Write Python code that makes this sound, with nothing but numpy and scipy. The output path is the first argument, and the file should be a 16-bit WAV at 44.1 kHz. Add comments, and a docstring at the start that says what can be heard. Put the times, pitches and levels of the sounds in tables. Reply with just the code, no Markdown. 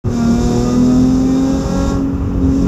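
"""Inside a race car. After a short silence the sound fades in on a six-cylinder engine under load.
Its firing rate first dips, then climbs; the throttle lifts at 2 s and returns at 2.4 s.
The engine is tones at firing and cycle orders, combustion noise, valve clatter and intake hiss;
overtones, uneven orders and combustion noise sweep through fixed cabin resonances.
Shaped noise makes the road and wind rumble throughout; three decaying sines make chassis thuds."""
import sys
import numpy as np
from scipy import signal
from scipy.fft import rfft, irfft, next_fast_len
from scipy.io import wavfile
from scipy.ndimage import uniform_filter1d, map_coordinates

SR = 44100
rng = np.random.default_rng(int(sys.argv[2]) if len(sys.argv) > 2 else 0)


def boost(x):
    """Linear amplitude factor 10**(x/20) for a level x in decibels (scalar or array-like)."""
    u = np.asarray(x, float) / 20
    return 10 ** u


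def output_pcm(signal):
    """Save a mono or channel-first signal as 16-bit PCM at the path in sys.argv[1].

    Samples are clipped to [-1, 1] before scaling.
    """
    pcm = np.clip(np.atleast_2d(signal).T, -1, 1) * 32767
    wavfile.write(sys.argv[1], SR, np.round(pcm).astype(np.int16))


N = 117747


def along(points, hz):
    """(Hz, dB) points on a log-frequency axis, -120 dB outside."""
    f, db = np.transpose(points)
    return np.interp(np.log(hz + 1), np.log(f + 1), db, -120, -120)


def unit(x):
    """Scaled to rms 1."""
    return x / np.sqrt(np.mean(x ** 2) + 1e-20)


def curves(rows):
    """One value per sample for each column after the time."""
    time_s, *columns = np.transpose(rows)
    return [np.interp(np.arange(N) / SR, time_s, column) for column in columns]


def wobble(knots_per_s):
    """A random curve, straight between its knots."""
    position = np.arange(N) * knots_per_s / SR
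    return map_coordinates(rng.standard_normal(200), [position], order=1)


def filtered(x, response):
    """x times a response of frequency."""
    m = next_fast_len(N + 8192)
    return irfft(rfft(x, m) * response(np.fft.rfftfreq(m, 1 / SR)), m)[:N]


def rings(table):
    """A flat response with peaks and dips that add in dB; width is taken at half the dB height."""
    return lambda f: boost(sum(db / (1 + (2 * (f - hz) / width_hz) ** 2) for hz, width_hz, db in table))


def rush(spectrum, patchy_db):
    """Noise of rms 1, with gain patches random in time and frequency, shaped to a spectrum."""
    z = signal.stft(rng.standard_normal(N), nperseg=512)[2]
    field = uniform_filter1d(rng.standard_normal(z.shape), size=5, axis=0)
    field = uniform_filter1d(field, size=8, axis=1)
    x = signal.istft(z * boost(patchy_db * unit(field)), nperseg=512)[1][:N]
    return unit(filtered(x, lambda hz: boost(along(spectrum, hz))))


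def orders(table, turns, shake_db, drift_turns, scatter_turns, sweep=0):
    """Tones at multiples of a rotation, unsteady in level and phase; little scatter makes pulses.

    sweep [turns per multiple squared] delays high multiples, so each pulse glides upward;
    it also makes them drift more."""
    total = 0
    for k, db in table:
        level = np.sqrt(2) * boost(db + shake_db * wobble(14))
        drift = (drift_turns + sweep * k * k / 55) * wobble(20)
        phase_turns = k * turns - sweep * k * k + scatter_turns * rng.random() + drift
        total = total - level * np.cos(2 * np.pi * phase_turns)
    return total


# low rumble: (time [s], level [dB])
RUMBLE_LEVEL = [(.08, -16.5), (.17, -25.5), (.45, -22.5), (.68, -25.5), (.84, -34), (1, -25.5),
                (1.2, -25.5), (1.5, -25), (1.9, -20), (2.1, -20.5), (2.4, -16.5), (2.65, -22.5)]
# rumble spectrum: (frequency [Hz], relative density [dB per Hz])
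RUMBLE_SPECTRUM = [(12, -16.5), (25, -3.5), (40, -0.5), (60, 8.5), (92, -1), (130, -2), (210, -27),
                   (350, -90)]


def rumble():
    """Low road noise in lumps."""
    level_db, = curves(RUMBLE_LEVEL)
    return boost(level_db + 0.61 * wobble(21)) * rush(RUMBLE_SPECTRUM, patchy_db=-4.4)


# tyre and wind spectrum: (frequency [Hz], relative density [dB per Hz])
ROAR_SPECTRUM = [(60, -33.5), (100, -12.5), (160, 3.5), (210, 6), (290, -2.5), (350, -3.5), (534, -8),
                 (668, -14.5), (1190, -15), (2180, -32.5), (2600, -28.5), (4300, -45.5), (6800, -49.5),
                 (8000, -63.5), (9300, -62.5), (12000, -45), (15300, -59), (16000, -88)]
ROAR_MIN_DB, ROAR_FOLLOWS = -26, 0.13  # level at least throttle; share of the throttle swing


def roar(throttle_db):
    """Tyre and wind noise, steadier than the rumble."""
    level_db = ROAR_MIN_DB + ROAR_FOLLOWS * (throttle_db - throttle_db.min())
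    return boost(level_db) * rush(ROAR_SPECTRUM, patchy_db=-0.55)


# jolts through the chassis: (time [s], level before onset and decay [dB], frequency [Hz])
THUDS = [(0.06, -8.5, 96.6), (1.769, -11.5, 52.9), (2.421, -10, 88)]
THUD_T60_S, THUD_ONSET_S = 0.28, 0.0058


def thuds():
    """Each jolt rings the floor pan briefly: a sine with a soft onset and exponential decay."""
    total = np.zeros(N)
    for start_s, db, hz in THUDS:
        since_s = np.clip(np.arange(N) / SR - start_s, 0, None)
        decay = boost(db - 60 * since_s / THUD_T60_S)
        onset = 1 - np.exp(-since_s / THUD_ONSET_S)
        total += decay * onset * np.sin(2 * np.pi * hz * since_s)
    return total


# air noise spectrum, intake and clatter: (frequency [Hz], relative density [dB per Hz])
HISS_SPECTRUM = [(900, -24), (1500, -8), (2200, -21), (2900, -9), (4200, -4.5), (5300, 6.5), (7300, 4.5),
                 (8000, -6), (8700, -14.5), (10000, -13.5), (12000, -11.5), (13500, -19.5), (15300, -24),
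                 (16000, -61.5)]
# intake resonances: (frequency [Hz], width [Hz], gain over flat [dB])
INTAKE_RINGS = [(2600, 330, 9.5), (3620, 600, 11), (4600, 80, 4), (5110, 77, 6), (5500, 92, 4.5),
                (6080, 47, 9), (7090, 65, 7.5), (7020, 66, -2.5)]
# throttle, as intake hiss: (time [s], level before HISS_GAIN_DB [dB])
THROTTLE = [(0.08, -49), (0.14, -39), (0.36, -36.5), (0.42, -34.5), (0.79, -36.5), (0.82, -38.5),
            (1.03, -37.5), (1.21, -40.5), (1.9, -36.5), (2.07, -54.5), (2.4, -54), (2.44, -48), (2.63, -42),
            (2.65, -44)]
HISS_GAIN_DB = 0.84


def intake_hiss(throttle_db, beat, half_beat):
    """Air noise pulsing with the firings, through intake resonances, at the throttle's level."""
    pulse_db = 1.3 * beat + 0.43 * half_beat + 0.53 * wobble(29.852)
    air = rush(HISS_SPECTRUM, patchy_db=0.5) * boost(pulse_db)
    return boost(throttle_db + HISS_GAIN_DB) * unit(filtered(air, rings(INTAKE_RINGS)))


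# valve clatter: (time [s], level [dB])
CLATTER_LEVEL = [(.08, -60), (.2, -47), (.5, -42), (.8, -45), (1.1, -48), (1.45, -44.5), (1.9, -41),
                 (2.02, -62), (2.65, -60)]
# valve cover resonances: (frequency [Hz], width [Hz], gain over flat [dB])
COVER_RINGS = [(3520, 89, 12), (3706, 160, 22.5)]
ODD_DB = -3  # half orders of the firing rate under whole ones


def valve_clatter(firings):
    """High multiples of half the firing rate, ringing the valve cover."""
    table = [(k, ODD_DB * (k % 2)) for k in range(25, 58)]
    ticks = orders(table, firings / 2, shake_db=3, drift_turns=0.06, scatter_turns=0.88)
    ringing = filtered(ticks, lambda f: boost(along(HISS_SPECTRUM, f)) * rings(COVER_RINGS)(f))
    return boost(curves(CLATTER_LEVEL)[0]) * unit(ringing)


# combustion noise spectrum: (frequency [Hz], relative density [dB per Hz])
COMBUSTION_SPECTRUM = [(150, -28.5), (300, 23.5), (600, -3.5), (1300, -12.5), (2000, -14), (4000, -22)]
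PUFFS_MAX_DB, PUFFS_FOLLOW = -33.5, 0.6  # level into the cabin at most throttle; share of its swing


def combustion_puffs(throttle_db, beat, half_beat):
    """Combustion noise, swelling with each firing and with every second one."""
    level_db = PUFFS_MAX_DB + PUFFS_FOLLOW * (throttle_db - throttle_db.max())
    pulse = boost(2.3 * beat + 0.78 * half_beat)
    return boost(level_db) * unit(pulse * rush(COMBUSTION_SPECTRUM, patchy_db=-3.5))


# overtones of the firing rate: (multiple, relative level [dB])
OVERTONES = [(2, 0), (3, 1.5), (4, -12.5), (5, -20), (6, -21.5), (7, -26.5), (8, -29.5), (9, -28),
             (10, -30), (11, -29.5), (12, -35)]
# cycle orders between the overtones: (sixths of the firing rate, relative level [dB])
UNEVEN_HIGH = [(13, -21), (14, -19), (15, -10), (16, -30.5), (17, -10), (19, -27), (20, -19), (21, -16),
               (23, -27.5), (26, -35), (28, -30), (33, -32), (39, -32.5)]
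SWEEP = 0.0349  # turns per multiple squared


def firing_overtones(firings):
    """Exhaust pulses, plus the high uneven orders that fall away with them off load."""
    pulses = orders(OVERTONES, firings, shake_db=1.2, drift_turns=0.02, scatter_turns=0.1, sweep=SWEEP)
    between = orders(UNEVEN_HIGH, firings / 6, shake_db=3.5, drift_turns=0.04, scatter_turns=1)
    return pulses + between


# low cycle orders: (sixths of the firing rate, relative level [dB])
UNEVEN = [(1, -4.5), (2, -7), (3, -1), (4, -1), (5, -1), (7, -12), (8, -19), (9, -7), (10, -11),
          (11, -19.5)]


def uneven_orders(firings):
    """Cylinders differ, so sixths of the firing rate sound."""
    return orders(UNEVEN, firings / 6, shake_db=1.8, drift_turns=0.06, scatter_turns=1)


def firing_tone(firings):
    """One tone at the firing rate."""
    return orders([(1, 0)], firings, shake_db=0.7, drift_turns=0.008, scatter_turns=0, sweep=SWEEP)


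# firing rate: (time [s], rate [Hz])
FIRING_RATE = [(.08, 244.4), (.15, 238.1), (.24, 231.1), (.32, 234.2), (.41, 239.4), (.55, 240.3),
               (.7, 244.9), (.9, 250.3), (1.1, 256.9), (1.3, 261.6), (1.48, 267.5), (1.7, 271.8),
               (1.92, 275.1), (2.03, 272.3), (2.2, 275.1), (2.36, 276.3), (2.44, 265.7), (2.65, 274.5)]
# engine: (time [s], firing tone level [dB], overtone gain [dB], uneven order gain [dB])
ENGINE_LEVELS = [(.06, -28, -41, -26.5), (.15, -17.5, -36, -31), (.22, -14, -28, -26.5),
                 (.31, -12, -31.5, -26.5), (.4, -17, -29.5, -27), (.55, -18, -28.5, -24.5),
                 (.7, -16, -30.5, -26.5), (.82, -11.5, -32.5, -25), (1.03, -11, -36, -23.5),
                 (1.25, -13, -37.5, -27.5), (1.5, -14.5, -31.5, -29.5), (1.6, -19.5, -34.5, -27.5),
                 (1.66, -34, -31, -29), (1.78, -18.5, -27.5, -25.5), (1.94, -21.5, -30.5, -27.5),
                 (2.03, -16, -44, -31), (2.2, -24, -42, -33), (2.38, -22.5, -43.5, -29),
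                 (2.44, -13, -44, -25.5), (2.56, -14, -40, -29.5), (2.65, -16.5, -39.5, -21.5)]
# cabin resonances and dead spots: (frequency [Hz], width [Hz], gain over flat [dB])
CABIN_RINGS = [(117.2, 16, 4), (183.6, 10, 5), (359.8, 12, 7), (400.6, 40, 4.5), (465, 13, -13),
               (490.6, 23.7, 7.5), (543.7, 30, 7.5), (566.4, 34, -14), (630, 21, 11), (679, 20, -10.5),
               (716, 32, -3), (741, 7.6, -18.5), (820, 35, -9.5), (950, 40, 0.5), (1036.5, 24, 2),
               (1098, 10, 9), (1169, 21, 15), (1225, 18, 17), (1260, 30, 16), (1387.5, 75, 14.5),
               (1618, 110, 6.5), (1832, 17, 15.5), (1964, 50, 10), (2027, 50, 10), (2361, 60, 13.5),
               (2525, 49, 12), (2580, 37, 2.5), (2688, 50, 10.5)]


def engine(throttle_db):
    """All engine parts share one firing count; overtones, uneven orders and puffs ring the cabin."""
    rate_hz, = curves(FIRING_RATE)
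    tone_db, overtones_db, uneven_db = curves(ENGINE_LEVELS)
    firings = np.cumsum(rate_hz) / SR + 0.0064 * wobble(35)
    beat = np.cos(2 * np.pi * firings)
    half_beat = np.cos(np.pi * firings)
    tone = boost(tone_db) * firing_tone(firings)
    into_cabin = boost(overtones_db) * firing_overtones(firings)
    into_cabin += boost(uneven_db) * uneven_orders(firings)
    into_cabin += combustion_puffs(throttle_db, beat, half_beat)
    cabin = filtered(into_cabin, rings(CABIN_RINGS))
    hiss = intake_hiss(throttle_db, beat, half_beat)
    return tone + cabin + valve_clatter(firings) + hiss


def scene():
    """Road, wind, thuds and engine, summed to one channel."""
    throttle_db, = curves(THROTTLE)
    return (rumble() + roar(throttle_db) + thuds() + engine(throttle_db))[None]


def low_pass(x):
    """Removes everything above the highest recorded frequency."""
    return signal.sosfilt(signal.butter(12, 15290, fs=SR, output="sos"), x)


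START_S, FADE_S, CEILING = 0.039, 0.027, 0.7


def record(dry):
    """Silence, a quick fade-in, and peaks bent softly under a ceiling."""
    fade = np.clip((np.arange(N) / SR - START_S) / FADE_S, 0, 1) ** 0.62
    mix = fade * dry
    mix = mix / (1 + np.abs(mix / CEILING) ** 6) ** (1 / 6)
    return low_pass(mix)


dry = scene()
out = record(dry)
output_pcm(out)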